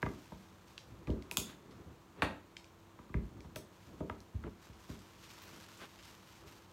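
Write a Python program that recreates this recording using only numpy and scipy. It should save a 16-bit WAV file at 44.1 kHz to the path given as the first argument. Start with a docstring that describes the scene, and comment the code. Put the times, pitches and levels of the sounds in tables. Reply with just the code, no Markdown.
"""First come two quick bumps on a wooden table and a rustle of cloth, in a small room where an appliance
hums faintly. Scissors work at a plastic zip tie round a canvas bag: the strained tie ticks, and the steel
blades clack shut twice. Hands and scissor handles bump the table and make the wood ring briefly, while
bag and forearms rub over it. At the end the bag is lifted, and its threads rustle and its folds crinkle."""
import sys
import numpy as np
from scipy import signal
from scipy.fft import rfft, irfft, next_fast_len
from scipy.io import wavfile

SR = 44100
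rng = np.random.default_rng(int(sys.argv[2]) if len(sys.argv) > 2 else 0)


def pcm_store(signal):
    """Save signal as 16-bit PCM."""
    levels = np.round(np.clip(np.atleast_2d(signal), -1, 1) * 32767)
    wavfile.write(sys.argv[1], SR, levels.astype(np.int16).T)


N = 296383
TIME = np.arange(N) / SR
HIT_TIME = np.arange(SR // 3) / SR   # the clock for one short hit, in seconds


def from_db(db):
    """Turns decibels into a number to multiply by."""
    return 10 ** (np.asarray(db) / 20)


def at_hz(points, hz):
    """Reads between the rows of a table, giving every octave equal space."""
    freqs, values = np.transpose(points)
    return np.interp(np.log(hz), np.log(freqs), values)


def cut(x, hz, keep="low", order=2):
    """Keeps the low or the high side of hz; a higher order cuts more steeply."""
    return signal.sosfilt(signal.butter(order, min(hz, .45 * SR), keep, fs=SR, output="sos"), x)


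def colour(x, spectrum):
    """Gives a steady sound its balance of bass and treble, at an average power of 1."""
    size = next_fast_len(N)
    hz = np.maximum(np.fft.rfftfreq(size, 1 / SR), 1)
    shaped = irfft(rfft(x, size) * from_db(at_hz(spectrum, hz)), size)[:N]
    return shaped / np.sqrt(np.mean(shaped ** 2) + 1e-20)


def drift(turns_per_s):
    """A random wander, typically about 1 either side of zero."""
    points = rng.standard_normal(int(N / SR * turns_per_s) + 2)
    return np.interp(TIME * turns_per_s, np.arange(len(points)), points)


def since(start_s):
    """Seconds gone by since a moment; zero before it."""
    return np.maximum(TIME - start_s, 0)


def ring(tones, spread_db):
    """A struck object rings in tones, the wider the shorter; each blow mixes them a little differently."""
    pitch_hz, width_hz, level_db = np.transpose(tones)[:, :, None]
    strength = width_hz * from_db(level_db + spread_db * rng.standard_normal(pitch_hz.shape))
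    sign = (-1) ** np.arange(len(pitch_hz))[:, None]
    fade = np.exp(-np.pi * width_hz * HIT_TIME)
    return np.sum(sign * strength * fade * np.sin(2 * np.pi * pitch_hz * HIT_TIME), axis=0)


def smear(hit, width_hz, count):
    """Bending waves arrive spread over a millisecond or two: each filter delays one band of the click."""
    radius = np.exp(-np.pi * width_hz / SR)
    for hz in rng.uniform(500, 16000, count):
        poles = [1, -2 * radius * np.cos(2 * np.pi * hz / SR), radius * radius]
        hit = signal.lfilter(poles[::-1], poles, hit)
    return hit


def crack(width_hz):
    """A brittle snap with no pitch: a smeared click without bass, at energy 1."""
    click = signal.unit_impulse(len(HIT_TIME))
    burst = cut(smear(click, width_hz, count=30), 1600, "high")
    return burst / np.linalg.norm(burst)


def scuff(hit, slip_s, grip_s):
    """One push and a spray of tiny slips; a spray longer than grip_s outweighs the push."""
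    slips = rng.standard_normal(len(HIT_TIME)) * np.exp(-HIT_TIME / slip_s)
    force = np.sqrt(slip_s / grip_s) * slips / np.linalg.norm(slips)
    force[0] += 1
    return signal.fftconvolve(hit, force)[:len(hit)]


# how long the room's echo takes to fall by 60 dB: pitch_hz, fade_s
ECHO_FADES = [(60, .3), (150, .3), (420, .39), (1100, .34), (3000, .33), (7500, .3), (15000, .25)]
# how loud that echo is next to the direct sound: pitch_hz, level_db
ECHO_LEVELS = [(80, -6), (200, -2.5), (500, 2.5), (1300, -5), (2600, -4.5), (6500, 0.5), (9500, 0),
               (15000, -3)]
# bounces off hard surfaces near by: delay_s, level_db
BOUNCES = [(.0073, -4.5), (.0118, -10), (.0228, -12), (.0282, -13)]
def room_response():
    """The room answers a click: the direct sound, four early bounces and a wash of fading echo."""
    t = np.arange(int(.7 * SR)) / SR
    edges_hz = np.geomspace(40, 19000, 15)
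    build_up = np.clip((t - .006) / .005, 0, 1)
    noise, response = rng.standard_normal((2, len(t))), np.zeros(len(t))
    for k, (low, high) in enumerate(zip(edges_hz, edges_hz[1:])):
        hz = np.sqrt(low * high)
        fade = build_up * from_db(-60 * t / at_hz(ECHO_FADES, hz))
        band_filter = signal.butter(2, [low, high], "band", fs=SR, output="sos")
        band = signal.sosfilt(band_filter, noise[k % 2] * fade)
        strength = from_db(at_hz(ECHO_LEVELS, hz)) * np.sqrt(2 * (high - low) / SR)
        response += strength * band / np.linalg.norm(band)
    bounces = np.zeros(len(t))
    for delay_s, level_db in BOUNCES:
        bounces[round(delay_s * SR)] = from_db(level_db)
    response += cut(bounces, 5500, "high", order=1)   # a small hard surface returns mostly treble
    response[0] += 1
    return response


def drier(room, echo_db):
    """The same direct sound with weaker echoes."""
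    return np.r_[1, room[1:] * from_db(echo_db)]


def add_hit(out, start_s, hit, level_db, room):
    """Lays a hit with its echoes into the track; its level is its energy spread over 30 ms."""
    start = round(start_s * SR)
    hit = signal.fftconvolve(hit, room)
    hit = hit * from_db(level_db) * np.sqrt(.03 * SR / np.sum(hit ** 2))
    out[start:start + len(hit)] += hit[:N - start]


# the appliance's tones: pitch_hz, level_db
HUM_TONES = [(97, -71.5), (188, -73), (333.8, -70)]
# the hush of the room, from bass to treble: pitch_hz, level_db
AIR_COLOUR = [(18, -78), (35, 2.5), (95, 2), (280, -3.5), (328, -5), (415, -5), (760, -8.5), (1010, -6),
              (1760, -16), (4300, -23), (4910, -31.5), (6720, -25), (10500, -34.5), (14400, -30.5),
              (16000, -34)]
def hum_and_air():
    """An appliance hums, wavering slightly, over the hush of still air."""
    hum = np.zeros(N)
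    for pitch_hz, level_db in HUM_TONES:
        strength = from_db(level_db + 1.5 * drift(4)) * np.sqrt(2)
        hum += strength * np.sin(2 * np.pi * pitch_hz * TIME + .9 * drift(14))
    return hum + from_db(-61.5) * colour(rng.standard_normal(N), AIR_COLOUR)


# rubbing on wood, from bass to treble: pitch_hz, level_db
RUB_COLOUR = [(40, 4), (65, 14), (110, 13), (200, 9.5), (400, 5), (750, -9.5), (1200, -10), (2200, -24),
              (3700, -31.5), (5200, -47.5), (16000, -76)]
# drags over the table: middle_s, half_length_s, level_db, tilt_db_per_octave
DRAGS = [(0.963, 0.057, -54, -4), (1.276, 0.22, -58.5, 3), (1.503, 0.03, -59, 11.5),
         (1.812, 0.12, -54.5, 1), (2.2, 0.026, -53.5, 4), (3.393, 0.074, -53.5, -1),
         (3.933, 0.055, -54, -0.5), (4.47, 0.016, -41, 1), (5.528, 0.066, -61, 3), (5.83, 0.022, -51, 8.5),
         (6.442, 0.019, -56.5, 3.5)]
def rubbing():
    """Bag and forearms drag over the table in murmurs that swell and fade, each with its own tilt towards bass
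    or treble."""
    out, friction = np.zeros(N), rng.standard_normal(N)
    for middle_s, half_length_s, level_db, tilt in DRAGS:
        spectrum = [(hz, db + tilt * np.log2(hz)) for hz, db in RUB_COLOUR]
        swell = np.exp(-((TIME - middle_s) / half_length_s) ** 2 / 2)
        out += colour(friction, spectrum) * from_db(level_db) * swell
    return out * from_db(2.2 * drift(40))


# tugs at the bag: start_s, level_db, rise_s, settle_s
CLOTH_TUGS = [(0.017, -62, 0.0036, 0.52), (0.67, -65, 0.0032, .12), (3.72, -68, 0.0044, 0.23),
              (3.8, -67.5, 0.038, 0.18), (4.612, -60, 0.015, 0.061), (4.76, -63.5, .06, 0.12),
              (4.88, -59, 0.018, .11), (5.2, -61, 0.03, .09), (5.29, -57.5, 0.016, 0.071),
              (5.96, -59, 0.13, 0.076), (6.22, -61, 0.11, 0.12), (6.45, -60, 0.025, 0.15)]
def cloth_motion():
    """How strongly the cloth moves: constant light fingering, the lift and the tugs add up in power."""
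    fingers_db, top_db, top_s, held_s = -74, -58.5, 5.47, 5.86
    # the lift swells to its top, eases while the bag is turned, and dies once it is held up
    lift_db = top_db - 20 * np.maximum(top_s - TIME, 0) - 7.5 * since(top_s) - 10 * since(held_s)
    power = from_db(fingers_db) ** 2 + from_db(lift_db) ** 2
    for start_s, level_db, rise_s, settle_s in CLOTH_TUGS:
        rise = np.minimum(since(start_s) / rise_s, 1)
        settle = np.exp(-since(start_s + rise_s) / settle_s)
        power += (from_db(level_db) * rise * settle) ** 2
    return np.sqrt(power)


# the rustle of canvas, from bass to treble: pitch_hz, level_db
RUSTLE_COLOUR = [(50, -20), (220, -7), (500, -9), (784, -9.5), (946, -3), (1250, -3), (1600, -4.5),
                 (1930, -7), (2540, -6), (6140, -11), (10400, -21), (13800, -17.5), (16000, -40)]
# the fine crackle of tight threads: pitch_hz, level_db
CRACKLE_COLOUR = [(500, -30), (2500, -0.5), (6500, 1), (10400, -15), (14000, -8), (16000, -10)]
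def canvas():
    """Threads catch and slip in clumps, tight ones crackle, and now and then a fingernail snags."""
    slips_per_s, snags_per_s, crackles_per_s = 14000, 22, 1500
    slip_sizes = from_db(2.8 * np.minimum(rng.exponential(1, N), 4)) * rng.standard_normal(N)
    slips = slip_sizes * (rng.random(N) < slips_per_s / SR)
    snags = from_db(21.5) * rng.uniform(.5, 1.3, N) * (rng.random(N) < snags_per_s / SR)
    clumps = from_db(1.25 * drift(turns_per_s=110))
    crackle = rng.standard_normal(N) * (rng.random(N) < crackles_per_s * clumps ** 2 / SR)
    rustle = colour(slips * clumps + snags, RUSTLE_COLOUR)
    return (rustle + from_db(-11) * colour(crackle, CRACKLE_COLOUR)) * cloth_motion()


# folds of canvas giving way: start_s, level_db, lowest_hz, fade_s
FOLDS = [(0.681, -73, 2760, 0.0043), (1.71, -67, 2290, 0.012), (4.732, -70.5, 2200, .004),
         (4.926, -67, 2490, .004), (4.992, -70, 4480, 0.005), (5.237, -60, 2220, .012),
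         (5.3, -62, 2330, 0.0096), (5.382, -73, 2520, 0.0043), (5.421, -63, 2000, .012),
         (5.421, -63, 13000, .008), (5.773, -65, 5000, 0.0091), (5.989, -61.5, 2020, 0.0071),
         (6.033, -63, 2620, 0.0058), (6.05, -70, 2600, 0.0045), (6.17, -73, 3465, .004)]
def crinkles(room):
    """A fold of stiff canvas buckles in a quick, uneven run of little snaps."""
    out, snaps_per_s = np.zeros(N), 3400
    for start_s, level_db, lowest_hz, fade_s in FOLDS:
        snaps = rng.standard_normal(len(HIT_TIME)) * (rng.random(len(HIT_TIME)) < snaps_per_s / SR)
        run = cut(snaps * np.exp(-HIT_TIME / fade_s), lowest_hz, "high", order=4)
        add_hit(out, start_s, cut(run, lowest_hz * 1.4), level_db, room)
    return out


# the tones of the table top: pitch_hz, width_hz, level_db
WOOD_TONES = [(55, 34, 2), (86.5, 36, 5.5), (122.5, 75, 0.5), (189, 58, 1), (238, 60, 0), (287.7, 24, 1.5),
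              (370.4, 38, 0), (497, 65, -4), (612, 40, -1), (967, 87, -1), (1180, 45, -1.5),
              (1310, 87, -4.5), (1615, 70, -1), (2070, 210, -4.5), (2460, 320, -7.5), (3360, 970, -11),
              (7600, 8700, -25.5)]
# hands and scissors landing: start_s, thud_db, thud_hz, knock_db, brightness_hz
TABLE_BUMPS = [(0.028, -35, 218, -36.5, 2120), (0.0621, -39, 270, -41.5, 1450),
               (0.3194, -47.5, 162, -52.5, 1090), (1.073, -35.5, 96, -45.5, 830),
               (1.093, -32, 259, -62, 323), (1.103, -40, 94, -55, 342), (1.315, -58, 250, -53.5, 1200),
               (1.3739, -39.5, 290, -47.5, 900), (2.222, -34, 252, -39, 877),
               (2.989, -52.5, 198, -57.5, 1690), (3.094, -49, 167, -60.5, 1400),
               (3.1414, -37, 280, -45.5, 2150), (3.1446, -28.5, 99.3, -53, 405),
               (3.445, -49.5, 135, -61, 800), (3.559, -44.5, 290, -48, 1440),
               (4.005, -36.5, 307, -48, 1100), (4.0976, -44.5, 201, -43.5, 2130),
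               (4.342, -36, 87, -79, 150), (4.438, -44, 300, -52, 1680), (4.688, -51, 130, -78, 509),
               (4.891, -42.5, 193, -61, 600), (5.523, -56.5, 222, -78, 700), (6.459, -58, 132, -75, 600)]
def table_bumps(room):
    """A hand's weight thuds in the wood's low tones; a harder edge knocks out more of the high ones."""
    out, hard_edge_hz = np.zeros(N), 2000
    for start_s, thud_db, thud_hz, knock_db, brightness_hz in TABLE_BUMPS:
        wood = ring(WOOD_TONES, spread_db=1.8)
        thud = cut(wood, thud_hz * 1.36, order=3)
        add_hit(out, start_s, cut(thud, thud_hz * .26, "high"), thud_db, room)
        # a softer edge scuffs for longer and is heard with less echo
        octaves_softer = np.log2(hard_edge_hz / brightness_hz)
        slip_s = .0004 + .0085 * max(octaves_softer, 0)
        echoes = drier(room, echo_db=-6 - 1.5 * octaves_softer)
        knock = cut(scuff(wood, slip_s, grip_s=.0028), 348, "high", order=3)
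        knock = cut(knock, brightness_hz, order=4) + from_db(-23) * knock
        add_hit(out, start_s, knock, knock_db, echoes)
    return out


# the tones of the scissor handles: pitch_hz, width_hz, level_db
HANDLE_TONES = [(510, 104, -1.5), (670, 110, -2), (887, 78, 4.5), (1110, 200, 1), (1320, 150, 4),
                (1640, 240, -1), (1890, 180, 0.5), (2530, 460, -7.5), (3600, 600, -12), (4450, 540, -17.5),
                (9600, 4600, -54)]
# the handles hitting the table: start_s, level_db
HANDLE_RAPS = [(2.2209, -31), (2.2264, -40), (2.2298, -44)]
def handles():
    """Hard plastic chatters on wood, each touch at a new spot with its own echoes; loose blades snap."""
    out = np.zeros(N)
    for start_s, level_db in HANDLE_RAPS:
        room = room_response()
        plastic = cut(ring(HANDLE_TONES, spread_db=1), 200, "high")
        add_hit(out, start_s, scuff(plastic, slip_s=.004, grip_s=.0062), level_db, room)
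        steel_snap = cut(crack(width_hz=1200), 6540, "high")
        add_hit(out, start_s, cut(steel_snap, 8500), level_db - 24, room)
    return out


# the tie ticking under the blades: start_s, level_db, pitch_hz, overtone_hz, overtone_db, brightness_hz
TIE_TICKS = [(0.7782, -52.5, 2730, 4440, -8, 4900), (1.0708, -57, 2440, 4330, -20, 2700),
             (1.1023, -64, 2920, 4130, -5, 5640), (1.223, -64.5, 2150, 4300, -4, 6760),
             (1.3116, -46, 2580, 5740, -20, 13500), (2.5668, -56, 2330, 5800, -10, 5600),
             (2.568, -56.5, 3180, 5560, -17, 5100), (2.6428, -66, 2470, 5640, -7, 6850),
             (3.4045, -64.5, 2260, 5590, -13, 5930), (3.5602, -55.5, 2580, 4300, -10, 6470),
             (4.203, -68, 4130, 5950, -8, 11000)]
def zip_tie(room):
    """The strained strap gives way in ticks: two short tones heard close up and a room-filling crack."""
    out, width_hz, overtone_width_hz = np.zeros(N), 270, 700
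    for start_s, level_db, pitch_hz, overtone_hz, overtone_db, brightness_hz in TIE_TICKS:
        tones = [(pitch_hz, width_hz, 0), (overtone_hz, overtone_width_hz, overtone_db)]
        strap = smear(ring(tones, spread_db=1), width_hz=1500, count=14)
        strap = cut(strap, pitch_hz * .7, "high")
        add_hit(out, start_s, cut(strap, brightness_hz), level_db, drier(room, echo_db=-10))
        snap = cut(crack(width_hz=2300), brightness_hz, order=3)
        add_hit(out, start_s, snap, level_db - 3.5, room)
    return out


# the blades' tones, all but two thin ones muffled by the hand: pitch_hz, width_hz, level_db
STEEL_TONES = [(990, 120, 0), (1600, 900, -12), (2430, 160, -2), (3450, 300, 4), (3520, 5, 8),
               (4700, 600, -8), (6680, 8, 5), (6740, 480, 4), (9650, 300, -7), (13400, 900, -3),
               (15600, 900, -8)]
# the blades clacking shut: start_s, ring_db, crack_db, brightness_hz
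BLADE_SNIPS = [(1.3699, -34.5, -39, 16000), (3.5582, -57, -53, 11000)]
def blades(room):
    """The blades shear through with a sharp crack; closed hard, the steel rings out as well."""
    out = np.zeros(N)
    for start_s, ring_db, crack_db, brightness_hz in BLADE_SNIPS:
        steel = smear(ring(STEEL_TONES, spread_db=.8), width_hz=2200, count=24)
        # the steel rings straight at the listener, so it raises less echo than the crack
        add_hit(out, start_s, steel, ring_db, drier(room, echo_db=-3.5))
        snap = cut(crack(width_hz=2400), brightness_hz, order=1)
        add_hit(out, start_s, snap, crack_db, room)
    return out


def scene():
    """All the hits sound in one small room, over the rustle, the rubbing and the hum."""
    room = room_response()
    hits = blades(room) + zip_tie(room) + handles() + table_bumps(room) + crinkles(room)
    return (hits + canvas() + rubbing() + hum_and_air())[None]


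def record(dry):
    """The microphone drops the deepest bass; the highest treble is cut steeply."""
    thinned = cut(dry, 48, "high", order=6)
    return signal.sosfilt(signal.ellip(10, .2, 80, 15800, fs=SR, output="sos"), thinned)


dry = scene()
out = record(dry)
pcm_store(out)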